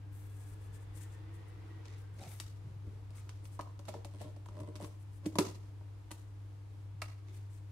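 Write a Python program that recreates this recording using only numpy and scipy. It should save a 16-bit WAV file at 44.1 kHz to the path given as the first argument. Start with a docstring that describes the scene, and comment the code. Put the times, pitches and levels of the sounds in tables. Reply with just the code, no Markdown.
"""A soft lid is slid into place and snapped on a plastic food box: each contact flexes the lid, rings the
stiff walls and cracks at the rim, as damped modes and bursts of noise. Close by, rim and base stick and
slip, skin hisses over the plastic, and dull thuds pass through the cloth into the kitchen worktop; one
faint dry click stands apart. Around it: the small tiled room's echoes, mains hum, a hollow drone, rumble,
even air noise, and a soft distant rush with whistles, in stereo through a phone's microphone."""
import sys
import numpy as np
from scipy import signal
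from scipy.fft import rfft, irfft, next_fast_len
from scipy.io import wavfile
from scipy.ndimage import uniform_filter1d

SR = 44100
rng = np.random.default_rng(int(sys.argv[2]) if len(sys.argv) > 2 else 0)


def master_out(mix):
    """Clip the mix to full scale and print it as 16-bit PCM to the path in sys.argv[1]."""
    frames = np.transpose(np.atleast_2d(mix))
    ceiling = np.clip(frames, -1, 1)
    pcm = np.round(ceiling * 32767).astype(np.int16)
    wavfile.write(sys.argv[1], SR, pcm)


N = 340011
TIME = np.arange(N) / SR
RING_TIME = TIME[:SR // 3]  # time axis of every hit and of the room's response

# Levels are layer levels ahead of the trims in the functions, the room and the microphone.
# mains hum, wavering: (t/s, level/dB)
HUM_LEVEL = [(0, -47.5), (2.7, -47), (3.45, -47.5), (5.9, -47.5), (6.15, -50.5), (6.35, -47), (6.75, -48),
             (7, -44), (7.2, -47.5), (7.7, -46)]
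# soft distant rush that swells and dies away: (t/s, level/dB)
RUSH_LEVEL = [(0, -67.5), (1.2, -63), (1.8, -62.5), (2.3, -67.5), (3.4, -69), (7.7, -70)]
# faint wavering tones in the rush: (start t/s, end t/s, from f/Hz, to f/Hz, width/Hz, level/dB re rush)
WHISTLES = [(0, .8, 296, 300, 35, -3), (.25, .75, 440, 435, 50, -7), (.92, 1.78, 311, 332, 36, -1.5),
            (1, 2.1, 165, 165, 22, -9), (0, 1.9, 1590, 1950, 55, -15), (.95, 1.8, 1960, 2050, 55, -17),
            (.3, 1.3, 3430, 3510, 100, -21.5), (2.03, 2.2, 1560, 1560, 60, -15)]
# early echoes from worktop, tiles and cupboards: (delay t/s, level/dB)
ECHOES = [(.0023, -26), (.0062, -37), (0.011, -16), (0.025, -26)]
# soft bumps of the box on the worktop: (t/s, level/dB, f/Hz)
BUMPS = [(2.225, -49.5, 100), (2.267, -50.5, 144), (2.644, -51.5, 119), (2.669, -47.5, 119),
         (2.705, -53, 125), (2.761, -51, 125), (2.866, -45.5, 78), (2.872, -56, 190), (4.246, -47, 118),
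         (4.611, -47, 117), (6.948, -53, 125)]
# base scuffing over the cloth: (start t/s, length/s, rasp level/dB, groan level/dB, groan f/Hz)
SCUFFS = [(1.867, 0.037, -63, -65.5, 422), (2.19, 0.046, -67.5, -62.5, 540),
          (2.215, 0.022, -64.5, -58, 760), (2.308, 0.052, -70, -77, 728), (2.665, 0.066, -91, -69.5, 360),
          (2.86, .04, -88, -61.5, 424), (3.154, 0.02, -68, -69, 1210), (7.286, 0.079, -71, -69.5, 369)]
# resonances of the scuffing base: (f/Hz, width/Hz, level/dB)
BASE_MODES = [(1300, 600, -3), (2200, 550, 0), (3700, 700, -2)]
# skin brushing the box: (start t/s, length/s, hiss level/dB, focus f/Hz)
BRUSHES = [(0.13, 0.14, -68, 13000), (0.3, 0.11, -71.5, 10500), (0.404, 0.035, -67.5, 8500),
           (0.468, 0.073, -66.5, 10200), (0.616, 0.059, -70, 9000), (0.741, 0.026, -64, 8300),
           (0.81, 0.022, -70.5, 8800), (0.955, 0.031, -60, 8800), (1.013, 0.026, -59.5, 8300),
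           (1.126, 0.022, -68.5, 7500), (1.344, .02, -69, 9100), (1.48, 0.021, -71.5, 9500),
           (1.98, .04, -71.5, 11000), (2.14, 0.061, -76, 10000), (2.207, 0.057, -64, 7900),
           (2.288, 0.054, -57.5, 11700), (2.362, .035, -65, 11500), (3.163, 0.035, -64, 8900),
           (3.446, 0.032, -65.5, 10000), (3.525, 0.034, -65, 8900), (4.85, 0.023, -63, 10000),
           (5.003, 0.027, -72.5, 9400), (5.134, 0.045, -71.5, 9500), (7.341, 0.034, -68, 10000),
           (7.511, 0.073, -70.5, 7700)]
# rim dragging under the lid: (start t/s, length/s, judder level/dB, scratch level/dB, squeak level/dB,
# nominal slips per s)
DRAGS = [(3.883, .022, -48.5, -57, -80, 245), (3.928, 0.02, -48, -59, -80, 218),
         (4.137, 0.05, -60, -70, -74, 102), (4.201, 0.037, -49.5, -57.5, -67, 224),
         (4.245, 0.035, -54, -71, -80, 130), (4.492, 0.093, -55, -71, -80, 91),
         (4.587, 0.046, -48.5, -67, -73, 85), (4.664, 0.013, -48.5, -70, -74, 80),
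         (4.74, .03, -57, -80, -90, 110), (4.805, 0.039, -47, -60, -62.5, 84),
         (5.244, .008, -47, -65, -85, 290)]
# contacts of fingers, lid and rim, and one faint dry click (3.105 s) built from the same layers:
# (t/s, wall ring level/dB, rim crack level/dB, fine tick level/dB, lid flex level/dB,
# left minus right/dB, ring of the touched spot f/Hz)
CONTACTS_AND_CLICK = [(1.855, -64, -59.5, -79, -66, 0, 744), (2.867, -67, -77, -83, -58, 2, 800),
                      (3.1052, -67, -68.5, -73, -62, -1, 700), (3.2924, -67, -54, -66, -67, -0.5, 1010),
                      (3.454, -68, -61, -69, -67, -4, 910), (3.5917, -42, -61, -70, -46.5, 0, 900),
                      (3.5965, -45, -62, -78, -64, 2, 990), (3.6095, -75, -54.5, -61, -54, 0, 620),
                      (3.792, -56, -61.5, -68, -54.5, -1, 780), (3.853, -74, -63, -71, -66, 0, 900),
                      (3.883, -47, -57, -58, -73, -6.5, 900), (3.8875, -44.5, -51, -58, -54, -1, 615),
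                      (3.9395, -45, -59.5, -70, -51, 2, 780), (4.047, -50.5, -54, -59, -49.5, 0, 613),
                      (4.209, -50.5, -68, -70, -64, -4, 480), (4.2148, -50, -60, -62, -64, 4, 604),
                      (4.363, -59, -69.5, -76, -56.5, 0, 620), (4.4589, -58, -66, -70, -68, 1, 1050),
                      (4.486, -57.5, -64.5, -75, -52, 0, 1040), (4.601, -67, -65, -66, -71, 1, 980),
                      (4.755, -68, -55.5, -65, -62, -2, 1000), (4.761, -73, -57, -64, -66, 0, 1000),
                      (4.801, -47.5, -70, -70, -55, -1, 600), (4.8119, -55, -68, -64, -59, 2, 970),
                      (4.825, -72, -59, -63, -43.5, 0, 974), (4.837, -55, -60, -68, -48, 4, 615),
                      (4.845, -53, -55, -65, -52, 0, 950), (5.258, -81, -52.5, -60, -53, 0, 1110),
                      (5.2616, -47.5, -52, -54, -29, -1.5, 500), (5.355, -42, -51.5, -58, -35.5, 0, 790),
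                      (5.384, -42, -55, -48, -31, 0, 710), (5.3906, -57, -58, -49, -31, -1, 1110),
                      (5.3979, -50, -57, -51, -44, -10, 840), (5.4078, -54, -56, -55, -38.5, 0, 800),
                      (5.417, -58, -62, -56, -47, 0, 800), (5.809, -62, -90, -90, -58, -1, 780),
                      (6.108, -55, -61, -64, -73, -6, 1010)]
# the rim springs from a finger or snaps over its bead: (the seven columns of the contacts,
# contact time constant/s, rim ring level/dB)
SNAPS = [(2.4, -68, -44.5, -49.5, -53, 3, 1290, 0.0003, -58),
         (5.3858, -36.5, -31, -39, -28, 0.5, 890, 0.00055, -40),
         (6.114, -57, -50, -51.5, -48, 0.5, 1000, 0.00043, -58.5),
         (7.0176, -50, -49.5, -51, -58, -1.5, 1260, 0.00055, -42)]
# the lid pops in, seats and bounces, now taut and higher: (t/s, level/dB, f/Hz, t60/s)
SEATING = [(5.386, -38.5, 231, 0.038), (5.3863, -33.5, 446, 0.0075), (5.3868, -37, 982, 0.014),
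           (5.391, -29.5, 306, 0.079), (5.404, -33, 388.4, .1), (5.436, -42, 389.4, 0.24)]

# modes of the lid flexing over the enclosed air: (f/Hz, level/dB, t60/s)
LID_MODES = [(180, -12, 0.072), (214, -1, 0.039), (310, -1, 0.1)]
# modes of the box's stiff walls: (f/Hz, level/dB, t60/s)
WALL_MODES = [(378, 4.5, 0.12), (460, -6.5, 0.26), (589.4, 9.5, 0.095), (673, -3, 0.055), (783, -1, 0.031),
              (967, 7, 0.042), (1060, 3.5, 0.03), (1360, -6, 0.036), (2066, -5, 0.064)]
# the shut box ringing on faintly: (f/Hz, level/dB, t60/s)
SHUT_MODES = [(590, 2, 0.18), (732, 0, 0.18), (820, 3, 0.12), (1150, -3, .2), (1360, -4, .22)]

# colour of the low rumble: (f/Hz, level/dB per Hz)
RUMBLE_COLOUR = [(20, -47), (30, -8), (39, 5), (60, 6.5), (85, 6), (125, 0.5), (170, -3.5), (230, -49.5)]
# colour of the even air noise: (f/Hz, level/dB per Hz)
AIR_COLOUR = [(170, -13.5), (240, -15.5), (330, -12), (480, -18.5), (700, -20), (930, -19.5), (1700, -31.5),
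              (3900, -33), (8000, -37), (12000, -40.5), (15500, -55)]
# colour of the distant rush: (f/Hz, level/dB per Hz)
RUSH_COLOUR = [(200, -9), (300, -4), (460, 7.5), (600, -5.5), (900, -0.5), (1400, -5), (2100, -7.5),
               (3500, -14), (6000, -24), (15000, -55)]
# colour of the base rasping over cloth: (f/Hz, level/dB per Hz)
RASP_COLOUR = [(400, 0), (700, -3), (1400, -2), (2200, 4.5), (2900, -2), (3800, -2), (6500, -2),
               (10000, -13), (15000, -24)]
# colour of skin on plastic: (f/Hz, level/dB per Hz)
SKIN_COLOUR = [(600, -45), (1500, 14), (4000, -1.5), (6000, -2), (8500, 1.5), (11000, -2), (15000, -7.5)]
# colour of the dragging rim's scratch: (f/Hz, level/dB per Hz)
SCRATCH_COLOUR = [(500, -24), (1500, 8), (3500, 8.5), (6000, 3), (8600, -3), (11000, -2), (15000, -18)]
# colour of its tiny squeak: (f/Hz, level/dB per Hz)
SQUEAK_COLOUR = [(6500, -36), (8000, -11), (8600, 4), (9300, -22), (12000, -38)]
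# colour of the crack at the rim: (f/Hz, level/dB per Hz)
CRACK_COLOUR = [(600, -23), (1200, 2), (1750, -2), (2450, 0.5), (3300, -1), (4300, -0.5), (6000, -2),
                (9000, -11), (16000, -45)]
# colour of the fine tick: (f/Hz, level/dB per Hz)
TICK_COLOUR = [(2500, -24), (5000, -28), (7000, -6), (9500, -4.5), (12000, -11), (15500, -20)]
# quick shiver of the taut rim: (f/Hz, level/dB per Hz)
RIM_COLOUR = [(300, -17), (660, 5.5), (900, 4), (1260, 9.5), (1600, -2.5), (1900, 3), (2400, 2.5),
              (2750, 3), (3150, -15), (3650, -10), (4250, -3), (5000, -3), (9000, -33)]

RUMBLE_START_DB, RUMBLE_FALL_DB_PER_S = -55.5, 0.62
WHISTLE_FADE_S, WHISTLE_WAVER = 0.079, 0.005  # waver is a share of the frequency
SCUFF_ATTACK_S, SCUFF_RELEASE_S = 0.016, 0.051
BRUSH_ATTACK_S, BRUSH_RELEASE_S = 0.01, 0.0083
DRAG_ATTACK_S, DRAG_RELEASE_S = 0.0078, 0.017
SLIP_JITTER, SLIP_UNEVEN_DB = 0.16, 2  # scatter of the log gap between slips, and of their size
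SCRATCH_GRAIN_S = 0.0025
PRESSURE_DB, PRESSURE_HZ = 3, 31.2  # how much and how fast the hand's pressure varies while dragging
LIGHT_HIT_S, EDGE_DB = 0.00048, -7  # time constant of a light hit; hard edge of cracks and ticks
SHUT_S, SHUT_DB = 5.387, -47.5
MIC_TOP_HZ = 15600


def undb(db):
    """Decibels to gain."""
    return 10 ** (np.asarray(db) / 20)


def unit(x):
    """Scale to rms 1."""
    return x / np.sqrt(np.mean(x ** 2))


def blow(x, span=0.02):
    """Scale a stereo hit so that its energy equals rms 1 over the span in seconds."""
    return x / np.sqrt(np.sum(x ** 2) / (2 * span * SR))


def add(out, start, x):
    """Mix a stereo sound in at its start time in seconds."""
    i = int(start * SR)
    out[:, i:i + x.shape[1]] += x[:, :N - i]


def convolve(x, response):
    """Pass a sound through a response, keeping its length."""
    return signal.fftconvolve(np.atleast_2d(x), np.atleast_2d(response), axes=1)[:, :x.shape[-1]]


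def filtered(x, order, hz, kind="low"):
    """Butterworth low-pass or high-pass."""
    return signal.sosfilt(signal.butter(order, hz, kind, fs=SR, output="sos"), x)


def colour(x, points, size=4096):
    """Minimum-phase filter with the given (f/Hz, level/dB) outline."""
    hz, db = np.transpose(points)
    bins = np.maximum(np.fft.rfftfreq(size, 1 / SR), 1)
    outline_db = np.interp(np.log(bins), np.log(hz), db)
    # 12 dB per octave down below the first point
    outline_db = outline_db - 12 * np.maximum(np.log2(hz[0] / bins), 0)
    # folding the cepstrum makes the filter causal
    cepstrum = irfft(np.log(undb(outline_db)))
    cepstrum[1:size // 2] *= 2
    cepstrum[size // 2 + 1:] = 0
    return convolve(x, irfft(np.exp(rfft(cepstrum))))


def pair(n, likeness):
    """Left and right noise with a shared part."""
    noise, share = rng.standard_normal((3, n)), np.clip(likeness, 0, 1)
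    return np.sqrt(share) * noise[0] + np.sqrt(1 - share) * noise[1:]


def pan(db):
    """Left and right gains for a left-minus-right level."""
    return undb(np.array([[db], [-db]]) / 2)


def walk(rate):
    """Smooth random wander of rms 1, stepping at the given rate per second."""
    k = max(int(SR / rate), 1)
    steps = np.repeat(rng.standard_normal(N // k + 1), k)
    return unit(uniform_filter1d(uniform_filter1d(steps, k), k)[:N])


def narrow(hz, width):
    """Noise in one narrow resonance whose centre may move."""
    phase = 2 * np.pi * np.cumsum(hz * np.ones(N)) / SR
    return unit(walk(width) * np.cos(phase) + walk(width) * np.sin(phase))


def stroke(start, length, attack_s, release_s):
    """Gain of one movement: it swells up to its start, holds and dies away."""
    outside = np.maximum((start - TIME) / attack_s, (TIME - start - length) / release_s)
    return np.exp(-np.clip(outside, 0, 20))


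def slips(rate, uneven_db):
    """Random stick-slip releases of unequal size."""
    return (rng.random(N) < rate / SR) * undb(uneven_db * np.clip(rng.standard_normal(N), -2, 2))


def grit(releases, grain_s, outline):
    """Every release throws a tiny, decaying puff of coloured noise."""
    shape = convolve(releases, np.exp(-RING_TIME / grain_s))
    return unit(colour(pair(N, 0.033) * shape, outline))


def ring(modes, scatter_db, detune, spread):
    """Damped modes; place and grip shift strength and pitch; each sits spread radians off centre."""
    out = 0
    for (hz, db, t60), (a, b, c) in zip(modes, rng.standard_normal((len(modes), 3))):
        offset = spread * np.sign(c) * np.array([[1], [-1]])
        phase = 2 * np.pi * hz * (1 + detune * b) * RING_TIME + offset
        out = out + undb(db + scatter_db * a - 60 * RING_TIME / t60) * np.sin(phase)
    return out * (1 - np.exp(-RING_TIME / 0.0025))


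def mains_hum():
    """A 100 Hz tone, slightly unsteady in phase and level."""
    tone = unit(np.sin(2 * np.pi * 100 * TIME + 0.061 * walk(15.0)))
    return tone * undb(np.interp(TIME, *np.transpose(HUM_LEVEL)) + 0.5 * walk(11))


def hollow_drone():
    """A narrow resonance of noise around 300 Hz."""
    return narrow(300, width=49) * undb(-70)


def low_rumble():
    """Bass noise, largely alike left and right, that slowly eases."""
    return unit(colour(pair(N, 0.65), RUMBLE_COLOUR)) * undb(RUMBLE_START_DB - RUMBLE_FALL_DB_PER_S * TIME)


def room_air():
    """Wide, even air noise with a slight wander in level."""
    return unit(colour(pair(N, 0.12), AIR_COLOUR)) * undb(-67 + 0.86 * walk(13))


def distant_rush():
    """Coloured noise far off, with narrow wavering tones gliding in and out under the same swell."""
    rush = unit(colour(pair(N, 0.07), RUSH_COLOUR))
    for start, end, from_hz, to_hz, width, db in WHISTLES:
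        hz = np.interp(TIME, [start, end], [from_hz, to_hz]) * (1 + WHISTLE_WAVER * walk(5))
        fade = stroke(start, end - start, WHISTLE_FADE_S, WHISTLE_FADE_S)
        rush = rush + undb(db) * narrow(hz, width) * fade
    return rush * undb(np.interp(TIME, *np.transpose(RUSH_LEVEL)))


def background():
    """The low layers and the airy ones, each group a little to the left."""
    low = mains_hum() + hollow_drone() + low_rumble()
    airy = room_air() + distant_rush()
    return low * pan(1.4) + airy * pan(0.65)


def kitchen(x, wet_db=-7, t60_low=0.44, t60_high=0.47, split_hz=1200):
    """A few close echoes, then the short bright tail of a tiled room."""
    noise = pair(len(RING_TIME), 0.037)
    low = filtered(pair(len(RING_TIME), 1.0), 2, split_hz)
    high = colour(noise, [(500, 0.79), (1400, 2.5), (6500, 5.6), (10000, 1.5), (15000, 6.9)])
    tail = low * undb(-60 * RING_TIME / t60_low) + high * undb(-60 * RING_TIME / t60_high)
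    tail *= 1 - np.exp(-RING_TIME / 0.0014)
    # reflections arrive in clumps
    tail *= undb(3.5 * walk(220)[:len(RING_TIME)])
    response = undb(wet_db) * tail / np.sqrt(np.sum(tail ** 2) / 2)
    # each echo reaches left and right at slightly different times
    for (delay, db), skew in zip(ECHOES, rng.uniform(-0.00014, 0.0001, len(ECHOES))):
        response[[0, 1], [int((delay + skew) * SR), int((delay - skew) * SR)]] += undb(db)
    response[:, 0] += 1  # direct sound
    return convolve(x, response)


def bumps(t60=0.074):
    """The filled box thuds dully through the cloth into the worktop: short damped sines."""
    out = np.zeros((2, N))
    for start, db, hz in BUMPS:
        thud = np.sin(2 * np.pi * hz * RING_TIME) * undb(-60 * RING_TIME / t60)
        thud *= 1 - np.exp(-RING_TIME / 0.004)
        add(out, start, undb(db) * blow(np.array([thud, thud])))
    return out


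def scuffing(hollow_hz=260, hollow_db=-4, base_db=-7, groan_width=0.5):
    """The base rasps over the cloth; walls and hollow of the box groan as it sticks and slips."""
    base = 0
    for hz, width, db in BASE_MODES:
        # the resonances come and go
        base = base + undb(db + 5 * walk(25)) * narrow(hz * (1 + 0.03 * walk(14)), width)
    rasp = grit(slips(rate=600, uneven_db=0.5), 0.0023, RASP_COLOUR) * undb(1.0)
    rasp = rasp + undb(base_db) * unit(base)
    hollow = undb(hollow_db) * narrow(hollow_hz, width=330)
    out = 0
    for start, length, rasp_db, groan_db, hz in SCUFFS:
        groan = narrow(hz, width=groan_width * hz) + hollow
        gain = stroke(start, length, SCUFF_ATTACK_S, SCUFF_RELEASE_S)
        out = out + gain * (undb(rasp_db) * rasp + undb(groan_db) * groan)
    return out


def brushing(brush_db=-2, focus_db=7):
    """Skin hisses over the plastic; each stroke favours its own focus by focus_db per octave."""
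    hiss = grit(slips(rate=5000, uneven_db=5.5), 0.0037, SKIN_COLOUR)
    size = next_fast_len(N, True)
    spectrum, bins = rfft(hiss, size), np.fft.rfftfreq(size, 1 / SR) + 1
    out = 0
    for start, length, db, hz in BRUSHES:
        tuned = unit(irfft(spectrum * undb(-focus_db * np.abs(np.log2(bins / hz))))[:, :N])
        out = out + undb(db) * stroke(start, length, BRUSH_ATTACK_S, BRUSH_RELEASE_S) * tuned
    return undb(brush_db) * out * pan(8.2)


def catches(rate, count=3000):
    """The rim catches and lets go at a nearly even pace: impulses of uneven size."""
    gap, size = rng.standard_normal((count, 2)).T
    at = (np.cumsum(np.exp(SLIP_JITTER * gap)) * SR / rate).astype(int)
    return unit(np.bincount(at[at < N], undb(SLIP_UNEVEN_DB * size)[at < N], N))


def puffs(pushes, outline):
    """Each push throws a short puff of coloured noise of the same energy."""
    decay = np.exp(-2 * RING_TIME / SCRATCH_GRAIN_S)
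    power = np.abs(convolve(pushes ** 2, decay / decay.sum()))
    return unit(colour(pair(N, 0.043), outline)) * np.sqrt(power)


def rubbing(judder_db=-2, scratch_db=-3, squeak_db=-3, soft_hz=1700):
    """The dragging rim sticks and slips; each slip judders the box, scratches and squeaks."""
    pushes = 0
    for start, length, *levels_db, rate in DRAGS:
        drag_slips = stroke(start, length, DRAG_ATTACK_S, DRAG_RELEASE_S) * catches(rate)
        pushes = pushes + undb(levels_db)[:, None] * drag_slips
    judder, scratch, squeak = pushes
    drag = undb(scratch_db) * puffs(scratch, SCRATCH_COLOUR)
    drag = drag + undb(squeak_db) * puffs(squeak, SQUEAK_COLOUR)
    # the load wanders between two corners, each ringing a little differently
    corner = 1.2 * walk(25)
    for share in np.cos(corner), np.sin(corner):
        lid = blow(ring(LID_MODES, scatter_db=2, detune=0.035, spread=0.15))
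        walls = blow(ring(WALL_MODES, scatter_db=2, detune=0.035, spread=0.5))
        # the soft rim lets go gently, so the high wall modes stay quiet
        body = filtered(lid + walls, 2, soft_hz)
        drag = drag + undb(judder_db) * convolve(share * judder, blow(body, span=1 / SR))
    return drag * undb(PRESSURE_DB * walk(PRESSURE_HZ))


def burst(length, outline, likeness, after_db, after_s, edge_db):
    """A sharp release with a hard leading edge, followed by a brief shiver."""
    release = np.exp(-RING_TIME / length) + undb(after_db) * np.exp(-RING_TIME / after_s)
    shape = (1 - np.exp(-RING_TIME / length)) ** 2 * release
    spectrum = rfft(pair(len(RING_TIME), likeness) * shape)
    # a sudden release pushes all broad bands equally; the outline gives the colour
    spectrum = spectrum / np.sqrt(uniform_filter1d(np.abs(spectrum) ** 2, size=300))
    push = irfft(spectrum, len(RING_TIME)) * (RING_TIME < RING_TIME[-1] / 2)
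    push[:, int(length * SR)] += undb(edge_db)
    return blow(colour(push, outline))


def layered_hit(wall, crack, tick, flex, side, spot_hz, length, crack_db=-3, flex_db=-4, wall_db=-3,
                tick_db=-3, knock_db=-6, knock_s=0.00171, focus_db=13.5):
    """Layers of a contact: lid flex, wall ring, knock at the touched spot, rim crack and fine tick."""
    # wall modes answer less with every octave away from the spot's own ring
    wall_modes = [(hz, db - focus_db * abs(np.log2(hz / spot_hz)), t60) for hz, db, t60 in WALL_MODES]
    spot = [(spot_hz / 2, -13), (spot_hz, 0), (1.3 * spot_hz, -4), (2 * spot_hz, -19), (10 * spot_hz, -60)]
    lid_flex = blow(ring(LID_MODES, scatter_db=0.8, detune=0.008, spread=0.15))
    wall_ring = blow(ring(wall_modes, scatter_db=3, detune=0.025, spread=0.42))
    knock = burst(knock_s, spot, likeness=0.8, after_db=-49, after_s=0.0028, edge_db=-16.5)
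    rim_crack = burst(length, CRACK_COLOUR, likeness=0.054, after_db=-21.5, after_s=0.0083, edge_db=EDGE_DB)
    fine_tick = burst(length, TICK_COLOUR, likeness=0.023, after_db=19, after_s=0.01, edge_db=EDGE_DB)
    hit = undb(flex + flex_db) * lid_flex
    hit += undb(wall + wall_db) * wall_ring
    hit += undb(wall + knock_db) * knock
    hit += undb(crack + crack_db) * rim_crack
    hit += undb(tick + tick_db) * fine_tick * pan(6)
    return hit * pan(side)


def contacts_and_click():
    """Light contacts and the dry click, snaps that ring the rim, and the lid seating as damped modes."""
    out = np.zeros((2, N))
    for start, *layers in CONTACTS_AND_CLICK:
        add(out, start, layered_hit(*layers, LIGHT_HIT_S))
    for start, *layers, rim_db in SNAPS:
        rim = burst(0.00296, RIM_COLOUR, likeness=0.44, after_db=-28.5, after_s=0.021, edge_db=-2)
        add(out, start, layered_hit(*layers) + undb(rim_db) * rim)
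    for start, db, hz, t60 in SEATING:
        mode = ring([(hz, 0, t60)], scatter_db=0, detune=0.0025, spread=0.26)
        add(out, start, undb(db) * blow(mode))
    shut_box = ring(SHUT_MODES, scatter_db=2.0, detune=0.002, spread=0.55)
    add(out, SHUT_S, undb(SHUT_DB) * blow(shut_box))
    # so small a box radiates little bass
    return filtered(out, 2, 115, "high")


def scene():
    """The handled box in the humming kitchen; bumps and background bypass the room's echoes."""
    close_sounds = contacts_and_click() + rubbing() + brushing() + scuffing()
    return kitchen(close_sounds) + bumps() + background()


def record(dry):
    """The phone's microphone cuts the deepest bass and the top."""
    dry = filtered(dry, 4, 28, "high")
    return signal.sosfilt(signal.ellip(10, 0.2, 80, MIC_TOP_HZ, fs=SR, output="sos"), dry)


dry = scene()
out = record(dry)
master_out(out)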